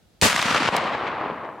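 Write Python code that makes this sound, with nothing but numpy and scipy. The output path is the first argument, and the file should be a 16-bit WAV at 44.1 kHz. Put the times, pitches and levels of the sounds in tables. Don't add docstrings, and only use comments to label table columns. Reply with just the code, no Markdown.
import sys
import numpy as np
from scipy import signal
from scipy.fft import rfft, irfft
from scipy.io import wavfile

SR = 44100
rng = np.random.default_rng(int(sys.argv[2]) if len(sys.argv) > 2 else 0)


def transcribe(u):
    v = np.clip(np.atleast_2d(u).T, -1, 1)
    q = np.round(v * 32767).astype(np.int16)
    wavfile.write(sys.argv[1], SR, q)


N = 70560
TIME_S = np.arange(N) / SR
FREQ_HZ = np.maximum(np.arange(N // 2 + 1) * SR / N, 1)
BLAST_S, PATH_END_S = 0.2225, 0.689

# start in seconds, level in dB, push length in seconds, suction stretch as a ratio.
BLAST_WAVES = [(0.2224, -2, .0014, 1.4), (0.2348, -8.5, 0.00086, 1.6), (0.2525, -9, 0.0012, 1.1),
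               (.262, -7, 0.0012, 1.1)]
# frequency in Hz, relative level in dB.
BLAST_SPECTRUM = [(40, -47), (100, -27.5), (160, -3), (230, 1), (400, -4), (800, -5), (2050, -7),
                  (3000, -10.5), (5700, -13), (7700, -13), (11000, -24), (16000, -33)]

def muzzle_blast():
    pressure = 0
    for start_s, level_db, push_s, stretch in BLAST_WAVES:
        age = np.maximum(TIME_S - start_s, 0) / push_s
        pressure += undb(level_db) * (TIME_S >= start_s) * (1 - age) * np.exp(-age / stretch)
    pressure = butterworth(pressure, 2, 45.5, "high")
    roar = noise(BLAST_SPECTRUM, width=0.35, wide_hz=3500) * undb(-14)
    bass = irfft(rfft(roar) * np.exp(-(FREQ_HZ / 450) ** 2), N)
    treble = roar - bass
    return (pressure + bass * burst(BLAST_S, hold_s=0.041, fall_s=0.006)
            + treble * burst(BLAST_S, hold_s=0.035, fall_s=0.025))

# frequency in Hz, relative level in dB.
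CRACK_SPECTRUM = [(100, -14), (700, -19), (1150, -3), (1500, -10), (2600, 8), (3400, -1.5), (4400, 4),
                  (6000, -3), (9000, -0.5), (12000, -18.5), (16000, -21.5)]

def crack():
    envelope = burst(start_s=0.214, hold_s=0, fall_s=0.0082)
    return noise(CRACK_SPECTRUM, width=0.076, wide_hz=16000) * envelope * undb(-15.5)

# time in seconds, level in dB.
TRUNK_ENVELOPE = [(.23, -27), (.29, -25), (.35, -26.5), (.42, -23.5), (.46, -23.5), (.51, -21.5),
                  (.57, -20), (.592, -22.5), (.615, -20.5), (.685, -18.5)]
# frequency in Hz, relative level in dB.
TRUNK_SPECTRUM = [(30, -27), (60, -28.5), (110, -12.5), (170, -6.5), (250, -9.5), (400, -10), (700, -6),
                  (1200, -1.5), (2500, -6), (4500, -13), (7400, -21), (11000, -32), (16000, -48)]

def trunk_crackle():
    crackle = scatter(TRUNK_SPECTRUM, per_s=2500, spread_db=3.5, wash=0.89, width=0.12, wide_hz=10140)
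    crackle *= tree_clumps(length_s=0.011, depth_db=3)
    gate = burst(BLAST_S, hold_s=PATH_END_S - BLAST_S, fall_s=0.0081)
    return air_loss(crackle, ref_s=0.47, db_per_s=25, power=0.8) * contour(TRUNK_ENVELOPE) * gate

# time in seconds, level in dB, crest to trough in ms before filtering.
SLAP_ECHOES = [(0.3294, -2.5, 0.19), (.3626, -0.5, 0.18), (0.393, -8, 0.26), (0.399, -10, .18),
               (0.4165, -2, 0.066), (0.427, -0.5, 0.18), (0.4832, -5, 0.21), (0.5127, -6.5, .28),
               (.547, -4.5, .45), (0.5589, -7, 0.43), (0.5706, -9, 0.22), (0.579, -10, 0.15),
               (.6226, -7, 0.32), (0.6518, -12.5, 0.39), (.688, 0.5, 0.4), (0.7499, -9.5, 0.5),
               (0.835, -14, 0.48), (.9512, -18, 0.28), (1.0116, -18, 0.39), (1.2132, -14.5, 0.54),
               (1.261, -16, 0.48), (1.3001, -14, 0.55), (1.4902, -20.5, 0.37)]

def slap_echoes():
    waves, spray = np.zeros(N), np.zeros(N)
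    for at_s, level_db, span_ms in SLAP_ECHOES:
        age_s = TIME_S - at_s
        half_spans = age_s * 2000 / span_ms
        waves -= undb(level_db) * half_spans * np.exp((1 - half_spans ** 2) / 2)
        rise = np.tanh(age_s / 0.00081) ** 2
        spray += undb(level_db) * rise * burst(at_s, hold_s=0, fall_s=0.0022)
    waves = butterworth(waves, 2, [328, 4500], "band")
    branches = spray * noise(TRUNK_SPECTRUM, width=0.15, wide_hz=9000)
    return waves + air_loss(branches, ref_s=0.45, db_per_s=32) * undb(-15.5)

# centre in seconds, level in dB, pitch in Hz.
BANK_ECHOES = [(0.351, -23, 223), (0.399, -25.5, 195), (0.458, -19.5, 197), (.511, -20.5, 207),
               (.53, -29, 152), (0.559, -29, 165), (.609, -17, 302), (0.625, -21, 240), (0.73, -24, 200),
               (0.853, -27.5, 248), (0.926, -29, 248), (1.21, -30.5, 210), (1.32, -30, 205)]

def bank_thumps():
    return sum(undb(level_db) * swell(at_s, sigma_s=0.0026) * np.sin(2 * np.pi * hz * (TIME_S - at_s))
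               for at_s, level_db, hz in BANK_ECHOES)

# frequency in Hz, relative level in dB.
HIT_SPECTRUM = [(200, -20), (1500, -15), (4000, 4), (7000, -1.5), (10000, -3), (12500, -10), (16000, -14)]

def bullet_hit(at_s=0.7668, rise_s=0.0016, fall_s=0.0012):
    envelope = np.exp(-np.maximum((at_s - TIME_S) / rise_s, (TIME_S - at_s) / fall_s))
    return noise(HIT_SPECTRUM, width=0.067, wide_hz=13000) * envelope * undb(-19.5)

# time in seconds, level in dB.
HILL_ENVELOPE = [(.697, -34), (.718, -31), (.733, -23), (.75, -21.5), (.76, -23.5), (.787, -21.5),
                 (.798, -26.5), (.869, -23.5), (.905, -28), (.951, -24.5), (.965, -28), (1.08, -25.5),
                 (1.18, -27.5), (1.22, -26.5), (1.3, -26.5), (1.33, -28.5), (1.4, -31), (1.455, -30),
                 (1.5, -33), (1.512, -34), (1.59, -37)]
# frequency in Hz, relative level in dB.
HILL_SPECTRUM = [(25, -24), (45, -19.5), (75, -17.5), (150, -9.5), (260, -7.5), (400, -6), (700, -2),
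                 (1080, 0), (1500, -7), (2150, -10), (4100, -22.5), (5800, -36), (8400, -45),
                 (15000, -79.5)]

def hill_roll():
    roll = scatter(HILL_SPECTRUM, per_s=1200, spread_db=1.5, wash=1.0, width=0.07, wide_hz=8980)
    roll *= tree_clumps(length_s=0.019, depth_db=0.96)
    return air_loss(roll, ref_s=0.94, db_per_s=27) * contour(HILL_ENVELOPE) * (TIME_S > PATH_END_S)

# centre in seconds, level in dB.
STAND_ECHOES = [(.855, -42), (0.941, -31.5), (1.074, -31), (1.299, -52), (1.448, -50)]
# frequency in Hz, relative level in dB.
STAND_SPECTRUM = [(300, -20), (1200, 8), (2200, 8.5), (4200, -7.5), (7000, -24), (10000, -42), (16000, -70)]

def far_stands():
    swells = sum(undb(level_db) * swell(at_s, sigma_s=0.0096) for at_s, level_db in STAND_ECHOES)
    rustle = scatter(STAND_SPECTRUM, per_s=2400, spread_db=2.5, wash=0.43, width=0.15, wide_hz=9000)
    return swells * rustle

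# frequency in Hz, relative level in dB.
AIR_SPECTRUM = [(25, 11.5), (50, 5), (105, 4), (250, -2.5), (800, -10), (1000, -17), (1500, -15),
                (2200, -20), (3700, -17.5), (5900, -23), (16000, -32)]

def forest_air():
    return noise(AIR_SPECTRUM, width=0.5, wide_hz=4000) * undb(-57.5)

def scatter(spectrum, per_s, spread_db, wash, width, wide_hz):
    arrivals = rng.random(N) < per_s / SR
    signs = rng.choice([-1, 1], N)
    sizes = undb(spread_db * np.minimum(rng.exponential(size=N), 2))
    echoes = unit(arrivals * signs * sizes)
    mid = echoes + wash * rng.standard_normal(N)
    side = echoes * rng.standard_normal(N) + wash * rng.standard_normal(N)
    return stereo(mid, side, spectrum, width, wide_hz)

def tree_clumps(length_s, depth_db):
    drift = irfft(rfft(rng.standard_normal(N)) * np.exp(-(FREQ_HZ * length_s) ** 2), N)
    return undb(depth_db * np.tanh(unit(drift)))

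def air_loss(x, ref_s, db_per_s, power=1):
    centres_hz = 250 * 2 ** (np.arange(13) / 2)
    travel_s = np.maximum(TIME_S - ref_s, -0.3)
    bins, out = rfft(x), 0
    for hz, weights in zip(centres_hz, np.eye(len(centres_hz))):
        band = irfft(bins * np.interp(np.log(FREQ_HZ), np.log(centres_hz), weights), N)
        out += band * undb(-db_per_s * (hz / 4000) ** power * travel_s)
    return out

def noise(spectrum, width, wide_hz):
    return stereo(rng.standard_normal(N), rng.standard_normal(N), spectrum, width, wide_hz)

def stereo(mid, side, spectrum, width, wide_hz):
    hz, db = np.array(spectrum, float).T
    gain = unit(undb(np.interp(np.log(FREQ_HZ), np.log(hz), db)))
    share = width + (1 - width) * FREQ_HZ / (FREQ_HZ + wide_hz)
    mid_bins = rfft(unit(mid)) * gain
    side_bins = rfft(unit(side)) * gain * share
    return irfft(np.array([mid_bins + side_bins, mid_bins - side_bins]), N)

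def burst(start_s, hold_s, fall_s):
    return (TIME_S >= start_s) * np.exp(-np.maximum(TIME_S - start_s - hold_s, 0) / fall_s)

def swell(at_s, sigma_s):
    return np.exp(-((TIME_S - at_s) / sigma_s) ** 2 / 2)

def contour(envelope):
    times_s, levels_db = np.array(envelope).T
    return undb(np.interp(TIME_S, times_s, levels_db))

def butterworth(x, order, cutoff_hz, kind):
    return signal.sosfilt(signal.butter(order, cutoff_hz, kind, fs=SR, output="sos"), x)

def undb(db):
    return 10 ** (np.asarray(db) / 20)

def unit(x):
    return x / np.sqrt(np.mean(x ** 2))

def scene():
    lean_db = 1.48
    shot = (crack() + muzzle_blast() + trunk_crackle() + hill_roll() + far_stands()
            + slap_echoes() + bank_thumps() + bullet_hit())
    return shot * undb([[lean_db / 2], [-lean_db / 2]]) + forest_air()

def record(dry):
    overload, low_cut_hz, top_hz = 0.41, 50, 16100
    squashed = dry / (1 + (dry / overload) ** 4) ** (1 / 4)
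    trimmed = butterworth(squashed, 4, low_cut_hz, "high")
    return signal.sosfilt(signal.ellip(10, 0.2, 80, top_hz, fs=SR, output="sos"), trimmed)

dry = scene()
out = record(dry)
transcribe(out)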